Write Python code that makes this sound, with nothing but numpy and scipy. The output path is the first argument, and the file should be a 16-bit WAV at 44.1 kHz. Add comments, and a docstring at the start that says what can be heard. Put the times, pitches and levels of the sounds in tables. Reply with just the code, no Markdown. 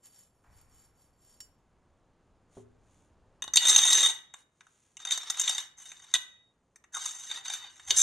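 """A steel tube is knocked onto a perforated metal core, scraped down it, seated with a clack and drawn off.
Stick-slip friction and hard catches ring the tube's wall, its pitches shifting with the contact point.
The sliding also makes the core sing, and stirs the air inside into a boom and a hollow rasp.
Before that, fingers rub and tap the bare core, and its foot bumps the table.
A close two-port microphone hears it all in a small, quiet room."""
import sys
import numpy as np
from scipy import signal
from scipy.fft import rfft, irfft
from scipy.io import wavfile
from scipy.ndimage import uniform_filter1d

SR = 44100
rng = np.random.default_rng(int(sys.argv[2]) if len(sys.argv) > 2 else 0)


def materialize(psi):
    """Save the field psi as 16-bit PCM at rate SR to the path in sys.argv[1].

    A 1-D psi becomes a single channel; in a 2-D psi each row is a channel.
    """
    bounded = np.clip(np.atleast_2d(psi).T, -1, 1)
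    quanta = np.round(bounded * 32767).astype(np.int16)
    wavfile.write(sys.argv[1], SR, quanta)


N = 353682
TIME, RING_TIME = np.arange(N) / SR, np.arange(16384) / SR
SLEEVED_S = 4.2  # from here on the tube sleeves the core


def amp(db):
    """Decibels to gain."""
    return 10 ** (np.asarray(db) / 20)


def unit_rms(x):
    """Normalises to rms 1."""
    return x / np.sqrt(np.mean(x ** 2) + 1e-20)


def curve_at(points, hz):
    """Reads a breakpoint curve along a log-frequency axis."""
    f, value = np.transpose(points)
    return np.interp(np.log(hz + 1), np.log(f + 1), value)


def fader(points):
    """Gain envelope through (t/s, level/dB) breakpoints."""
    return amp(np.interp(TIME, *np.transpose(points)))


def add(mix, s, sound):
    """Mixes a sound in at time s."""
    part = mix[round(s * SR):][:len(sound)]
    part += sound[:len(part)]


def swells(rows):
    """Gain envelope of smooth swells, each (centre/s, length/s, level/dB)."""
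    gain = np.zeros(N)
    for s, length, db in rows:
        add(gain, max(s - length / 2, 0), amp(db) * np.hanning(round(length * SR)))
    return gain


def eq(x, spectrum):
    """Causal equaliser through (f/Hz, gain/dB) breakpoints."""
    log_gain = np.log(amp(curve_at(spectrum, abs(np.fft.fftfreq(2048, 1 / SR)))))
    taps = np.fft.ifft(np.exp(np.conj(signal.hilbert(log_gain)))).real
    return signal.oaconvolve(x, taps)[:len(x)]


def hit_at(x, db):
    """Sets the level of a hit's first 10 ms."""
    return amp(db) * x / np.std(x[:SR // 100])


def ringing(modes, detune=0):
    """Impulse response of decaying modes; the most damped ones are detuned most by the contact."""
    hz, db, t60 = np.transpose(modes)[:, :, None]
    hz = hz * (1 + detune * rng.standard_normal(hz.shape) * t60.min() / t60)
    decay = np.log(1000) / t60
    gain = rng.choice([-1, 1], hz.shape) * amp(db) * 2 * decay / SR
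    return (gain * np.exp(-decay * RING_TIME) * np.sin(2 * np.pi * hz * RING_TIME)).sum(0)


def crack(t60):
    """Countless fast-dying modes as a noise burst of energy 1 that builds as the waves spread."""
    attack = 1 - np.exp(-RING_TIME / 0.00043)
    burst = rng.standard_normal(len(RING_TIME)) * amp(-60 * RING_TIME / t60) * attack
    return burst / np.linalg.norm(burst)


def grit(length, per_s, spread_db, hiss=0.14):
    """Force of a rough contact: tiny snags of unequal size over a smooth hiss."""
    size = amp(spread_db * np.minimum(rng.exponential(1, length), 4))
    snags = size * rng.choice([-1, 1], length) * (rng.random(length) < per_s / SR)
    return unit_rms(snags) + hiss * rng.standard_normal(length)


# dark room tone: f/Hz, relative level/dB
ROOM_TONE_EQ = [(18, -33.5), (30, -10), (113, -5.5), (1030, -16.5), (2190, -29), (2700, -30.5),
                (5730, -38.5), (10400, -44.5), (15000, -63.5)]
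# its fader ride: t/s, level/dB
ROOM_TONE_RIDE = [(0, -73), (3.4, -67.5), (4.5, -76.5), (8, -74.5)]
def room_tone():
    """A quiet bed of noise, nearly alike at both ports."""
    shared, left, right = (unit_rms(eq(noise, ROOM_TONE_EQ)) for noise in rng.standard_normal((3, N)))
    return fader(ROOM_TONE_RIDE) * (shared + 0.065 * np.array([left, right]))


# small-room decay: f/Hz, t60/s
REVERB_DECAY = [(2000, 0.47), (10000, 0.28)]
def reverb(send):
    """Diffuse reflections, different at each port, dying faster in the treble."""
    t = np.arange(SR) / SR
    reflections = rng.standard_normal((2, SR)) * (rng.random((2, SR)) < .1) * (t > .005)
    hz, when, spectrum = signal.stft(reflections, SR)
    tail = signal.istft(spectrum * amp(-60 * when / curve_at(REVERB_DECAY, hz)[:, None]), SR)[1]
    return signal.fftconvolve(send[None], tail / np.linalg.norm(tail[0]), axes=1)[:, :N]


# handling rumble: t/s, level/dB
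RUMBLE_RIDE = [(.42, -81), (.48, -62), (1, -73), (3.3, -70.5), (4.5, -95), (7.8, -83.5), (7.88, -63.5)]
def hand_rumble():
    """Moving hands make a low rumble."""
    return fader(RUMBLE_RIDE) * unit_rms(eq(rng.standard_normal(N), [(90, -13), (250, -34), (2000, -67)]))


# the core's foot landing: t/s, level/dB
BUMP_CUES = [(2.569, -47.5)]
# the table's body: f/Hz, relative peak/dB, t60/s
TABLE_MODES = [(110, 1.2, 0.62), (247, -0.97, 0.7), (382, 0.91, 0.21), (418, 1.4, 0.41)]
def table_bumps():
    """The core's foot thumps the table's low modes, with a dull attack."""
    out = np.zeros(N)
    for s, db in BUMP_CUES:
        thump = ringing(TABLE_MODES) + amp(-24) * eq(crack(t60=0.087), [(800, 6), (4000, -53)])
        add(out, s, hit_at(thump, db))
    return out


# the palm taking hold: t/s, level/dB, t60/s
PALM_CUE = (0.44, -69, 2.4)
# its muffled tone: f/Hz, relative level/dB
PALM_EQ = [(400, -9), (900, 1.5), (2300, -6), (3200, -22)]
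def palm_brush():
    """Skin brushes the core, starting at once and fading."""
    s, db, t60 = PALM_CUE
    brush = unit_rms(eq(grit(N, per_s=1800, spread_db=0.5), PALM_EQ))
    return brush * (TIME > s) * amp(db - 60 * abs(TIME - s) / t60)


# the bare core's bright ring: f/Hz, relative peak/dB, t60/s
CORE_MODES = [(2970, -14.5, 0.17), (4614, -8.5, 0.12), (5530, 1.5, 0.12), (6770, -4.5, .2),
              (7410, -0.5, 0.14), (9090, -7, 0.21), (11250, -5, 0.033), (13600, -10.5, 0.12)]
# fingertip clinks: t/s, level/dB
TAP_CUES = [(0.058, -62), (1.404, -43.5)]
def finger_taps():
    """A fingertip rings the bare core, with a tick on the attack."""
    out = np.zeros(N)
    for s, db in TAP_CUES:
        add(out, s, hit_at(ringing(CORE_MODES) + amp(-29.5) * crack(t60=0.033), db))
    return out


# finger strokes on the metal: centre/s, length/s, drive level/dB
STROKE_CUES = [(0.06, 0.084, -64.5), (0.177, 0.29, -70), (0.583, 0.2, -74.5), (0.789, 0.29, -73.5),
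               (1.024, 0.18, -79.5), (1.31, 0.31, -74), (2.572, 0.18, -67.5), (2.952, 0.39, -76),
               (4.389, 0.12, -63), (4.8, 0.69, -73.5)]
# the tightening grip chokes the rubbed core's ring: t/s, gain/dB
GRIP_CHOKE = [(1.5, 3.5), (1.8, -27.5)]
# the metal's wash of short-lived modes, shared with the tube: f/Hz, gain/dB
CLATTER_EQ = [(150, -68.5), (370, -30.5), (560, -35), (780, -18.5), (1700, -15), (2500, -18.5),
              (3500, -19.5), (5000, -29.5), (6700, -16.5), (8100, -27.5), (9500, -22.5), (10400, -35.5),
              (12200, -28.5), (15500, -47)]
def finger_rubs(resting_grip_db=-89):
    """Skin friction feeds the core's modes almost evenly while damping them."""
    skin = eq(grit(N, per_s=1800, spread_db=2), [(500, -12), (2500, -7.5), (11500, 5), (15000, -17.5)])
    damped_modes = [(hz, .25 * db, t60 / 2) for hz, db, t60 in CORE_MODES]
    ring = fader(GRIP_CHOKE) * unit_rms(signal.oaconvolve(skin, ringing(damped_modes))[:N])
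    scuff = unit_rms(eq(skin, CLATTER_EQ))
    return (amp(resting_grip_db) + swells(STROKE_CUES)) * (amp(4.5) * ring + scuff)


# swells of trapped air: centre/s, length/s, level/dB
BOOM_CUES = [(4.01, 0.34, -56.5), (7.92, 0.045, -51.5)]
# their boxy tone: f/Hz, relative level/dB
BOOM_EQ = [(150, -29.5), (330, -10.5), (450, 3.5), (650, -4.5), (1200, -51.5)]
def air_boom():
    """Friction stirs the air inside the tube while the core plugs its mouth."""
    return swells(BOOM_CUES) * unit_rms(eq(rng.standard_normal(N), BOOM_EQ))


# hollow rasp as the tube breaks loose: t/s, level/dB, f/Hz
RASP_SWEEP = [(6.919, -72.5, 1750), (6.955, -44, 1463), (6.974, -41, 1137), (7.02, -87, 1020)]
def cavity_rasp(width_hz):
    """Friction sounds a cavity whose pitch falls as the tube withdraws."""
    s, db, hz = np.transpose(RASP_SWEEP)
    carrier = np.exp(2j * np.pi * np.cumsum(np.interp(TIME, s, hz)) / SR)
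    pole = np.exp(-np.pi * width_hz / SR)
    hollow = (carrier * signal.lfilter([1], np.poly([pole, pole]), rng.standard_normal(N))).real
    return unit_rms(hollow) * amp(np.interp(TIME, s, db)) * (TIME > s[0]) * (TIME < s[-1])


def core_singing(send_db=-19.5, swing_db=6, fit_s=0.06):
    """The sliding sleeve rubs the core's three lowest modes into separate tones that come in fits."""
    fits, out = np.arange(0, N / SR, fit_s), np.zeros(N)
    friction = shove_gains()[0] * (TIME > SLEEVED_S) * rng.standard_normal(N)
    for hz, _, t60 in CORE_MODES[:3]:
        coupling = amp(swing_db * np.clip(rng.standard_normal(len(fits)), -1, 1))
        tone = ringing([(hz, 0, t60)])
        drive = friction * np.interp(TIME, fits, coupling)
        out += signal.oaconvolve(drive, tone / np.linalg.norm(tone))[:N]
    return amp(send_db) * out


# the tube's wall, damped by hand and core or ringing free: f/Hz, relative peak/dB, t60/s
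TUBE_MODES = [(1946, -9, 0.049), (2915, -10.5, 0.32), (3350, -12.5, 0.073), (3674, 5, 0.056),
              (3736, -0.5, 0.031), (4516, -15, .1), (5600, -17, 0.16), (6208, -1, 0.034),
              (6510, -8.5, 0.031), (7524, -7, 0.049), (8495, -10.5, 0.035), (9580, -14.5, 0.047),
              (11350, -20, 0.012), (12400, -33, 0.029), (3746, -5.5, 0.89)]
# crossover into ring, knock and bright bands: low f/Hz, high f/Hz
TUBE_BANDS = [(2800, 5000), (30, 2800), (5000, 17000)]
def tube_response(clatter_db):
    """The wall's answer to a click at one contact point: ring, knock and bright bands, energy 1 each."""
    wall = ringing(TUBE_MODES, detune=0.0082) + amp(clatter_db) * eq(crack(t60=0.038), CLATTER_EQ)
    low_cut = signal.butter(2, 260, "highpass", fs=SR, output="sos")  # a slim tube radiates no bass
    wall = signal.sosfilt(low_cut, wall)
    crossover = [signal.firwin(129, edges, pass_zero=False, fs=SR) for edges in TUBE_BANDS]
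    bands = np.array([np.convolve(wall, taps, "same") for taps in crossover])
    return bands / np.linalg.norm(bands, axis=1, keepdims=True)


# the hand slides the tube on, home and off, from firm shoves to faint creeps:
# t/s, length/s, ring level/dB, brightness re ring/dB
SHOVE_CUES = [(3.581, 0.06, -29.5, -4), (3.625, 0.19, -25, 0), (3.654, 0.047, -21, 4.5),
              (3.809, 0.26, -22, 0), (4.985, 0.018, -46.5, -2), (5.038, 0.07, -41, -4.5),
              (5.098, 0.013, -25, 1), (5.182, 0.17, -45, -4.5), (5.36, 0.24, -37.5, -0.5),
              (5.764, 0.14, -56, 6.5), (5.928, 0.21, -59.5, 1.5), (6.92, 0.17, -43.5, 4.5),
              (7.078, 0.29, -50.5, 6.5), (7.28, 0.094, -40, -14), (7.432, 0.13, -41.5, -0.5),
              (7.595, 0.071, -47.5, -8.5), (7.675, 0.31, -63, 4), (7.86, 0.29, -40, 2),
              (7.952, 0.081, -32, 13.5)]
def shove_gains(rise_s=0.027, fade_db_per_s=339.5, cups_per_s=15, cup_swell_db=1.5):
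    """Ring, knock and bright envelopes: shoves rise, hold and fade, pulsing as the rim crosses cups."""
    ring_power, bright_power = np.zeros((2, N))
    for start, length, push_db, bright_db in SHOVE_CUES:
        t = TIME[:round((length + 60 / fade_db_per_s) * SR)]
        fade_db = fade_db_per_s * np.maximum(t - length, 0)
        cups_db = cup_swell_db * np.cos(2 * np.pi * cups_per_s * t)
        gain = np.minimum(t / rise_s, 1) * amp(push_db - fade_db - cups_db)
        add(ring_power, start, gain ** 2)
        add(bright_power, start, (gain * amp(bright_db)) ** 2)
    ring, bright = np.sqrt([ring_power, bright_power])
    knock = amp(-19.5) * ring ** 0.75  # gains less than the ring from a harder push
    return np.array([ring, knock, bright])


def tube_scrape(free, sleeved, snags_per_s, spread_db, judder_db):
    """Stick-slip friction drives the wall, crossfading from one contact point to the next."""
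    slips = np.arange(0, N / SR, .005)
    judder = amp(judder_db * np.interp(TIME, slips, rng.standard_normal(len(slips))))
    force = grit(N, snags_per_s, spread_db) * judder
    force /= np.sqrt(uniform_filter1d(force ** 2, size=1800))  # the hand's push evens out the snags
    hop, out = 1024, np.zeros(N)
    drive = np.pad(force * shove_gains(), ((0, 0), (0, 2 * hop)))
    for at in range(round(SHOVE_CUES[0][0] * SR) - hop, N, hop):
        grain = drive[:, at:at + 2 * hop] * signal.windows.hann(2 * hop, sym=False)
        contacts = free if at < SLEEVED_S * SR else sleeved
        contact = contacts[(at // hop) % len(contacts)]
        if grain.any():
            add(out, at / SR, signal.fftconvolve(grain, contact, axes=1).sum(0))
    return out


def tube_hit(contact, ring_db, bright_db, chatter_s):
    """A blow or a short chatter of rebounds rings the wall at one contact point."""
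    t = RING_TIME[:SR // 20]
    force = grit(len(t), per_s=5400, spread_db=1) * np.exp(-(t / chatter_s) ** 2)
    force[0] += 1  # the first touch
    bands = signal.fftconvolve(force[None], contact, axes=1)
    knock_db = -28 + 0.45 * ring_db  # gains less than the ring from a harder blow
    return sum(map(hit_at, bands, [ring_db, knock_db, ring_db + bright_db]))


# the tube snags on the core's edges: t/s, ring level/dB, brightness re ring/dB
CATCH_CUES = [(3.4215, -35, 0), (3.44, -44, 2.5), (3.4785, -41.5, -7), (3.5364, -35.5, 11),
              (3.5585, -23.5, 5), (3.5704, -16, 0), (3.7612, -18, 4.5), (3.778, -27, 7.5),
              (3.93, -19.5, 0.5), (4.339, -48.5, 2), (4.6078, -62, 2), (4.667, -71.5, 5),
              (4.9689, -55.5, 10), (5.0507, -37.5, 1.5), (5.109, -30.5, -1.5), (5.1755, -37, 3.5),
              (5.2997, -31.5, 4.5), (5.372, -41.5, 1), (5.396, -36.5, 13), (5.413, -47, 21),
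              (5.477, -25.5, -4), (5.493, -29.5, 3), (5.581, -33.5, -2), (5.9173, -50.5, 3.5),
              (6.139, -20.5, -1), (6.7589, -72.5, 18), (6.84, -69.5, 8), (7.0562, -38, 8), (7.369, -70, -7),
              (7.4987, -36.5, -2.5), (7.5361, -40, 6), (7.795, -56, -2), (7.9063, -21, -1.5),
              (7.9726, -47, 4)]
def tube_catches(free, sleeved, blow_s=0.0006, chatter_s=0.0035, shove_rise_s=0.027):
    """Each catch is one clean blow while the tube rests, a run of rebounds while it slides."""
    out = np.zeros(N)
    for k, (s, ring_db, bright_db) in enumerate(CATCH_CUES):
        contacts = free if s < SLEEVED_S else sleeved
        contact = contacts[k % len(contacts)]
        sliding = any(start + shove_rise_s < s < start + length for start, length, *_ in SHOVE_CUES)
        add(out, s, tube_hit(contact, ring_db, bright_db, chatter_s if sliding else blow_s))
    return out


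# the clack's pitch, the lowest wall mode as a close pair: f/Hz, relative peak/dB, t60/s
CLACK_MODES = [(1895, -2.5, 0.085), (1980, -0.1, 0.075)]
def seating_clack(contact, at_s, rebound_s):
    """The tube hits its end stop, rings its lowest wall mode and rebounds with a rattle."""
    out = np.zeros(N)
    clack = np.diff(ringing(CLACK_MODES))  # radiates no bass
    add(out, at_s, hit_at(clack, db=-29.5))
    add(out, at_s + rebound_s, tube_hit(contact, ring_db=-25, bright_db=-5.5, chatter_s=0.012))
    return out


def scene():
    """Tube, core and hands in the room; the tube rings while free and clatters more once sleeved."""
    free, sleeved = ([tube_response(clatter_db) for _ in range(10)] for clatter_db in (-4, 1.5))
    foley = tube_catches(free, sleeved) + seating_clack(sleeved[0], at_s=6.1395, rebound_s=0.009)
    foley += finger_rubs() + finger_taps() + table_bumps() + hand_rumble() + palm_brush()
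    foley += air_boom() + core_singing() + cavity_rasp(width_hz=330)
    foley += tube_scrape(free, sleeved, snags_per_s=1500, spread_db=3.5, judder_db=2.5)
    return foley + reverb(eq(foley, [(2000, -8.5), (4000, -13)])) + room_tone()


# phase lead of the left microphone port: f/Hz, lead/rad
PORT_PHASE = [(5300, 0), (7400, .7), (9650, 1.8), (10800, 3)]
def record(dry):
    """Two microphone ports part in phase in the treble, then pass a soft clip and a high cut."""
    lead = curve_at(PORT_PHASE, np.fft.rfftfreq(2 * N, 1 / SR))
    ports = irfft(rfft(dry, 2 * N) * np.exp(.5j * np.array([lead, -lead])))[:, :N]
    ports = np.tanh(ports)  # the input stage rounds the hardest peaks
    high_cut = signal.firwin(511, 15900, window=("kaiser", 9), fs=SR)
    return signal.oaconvolve(ports, high_cut[None], "same")


dry = scene()
out = record(dry)
materialize(out)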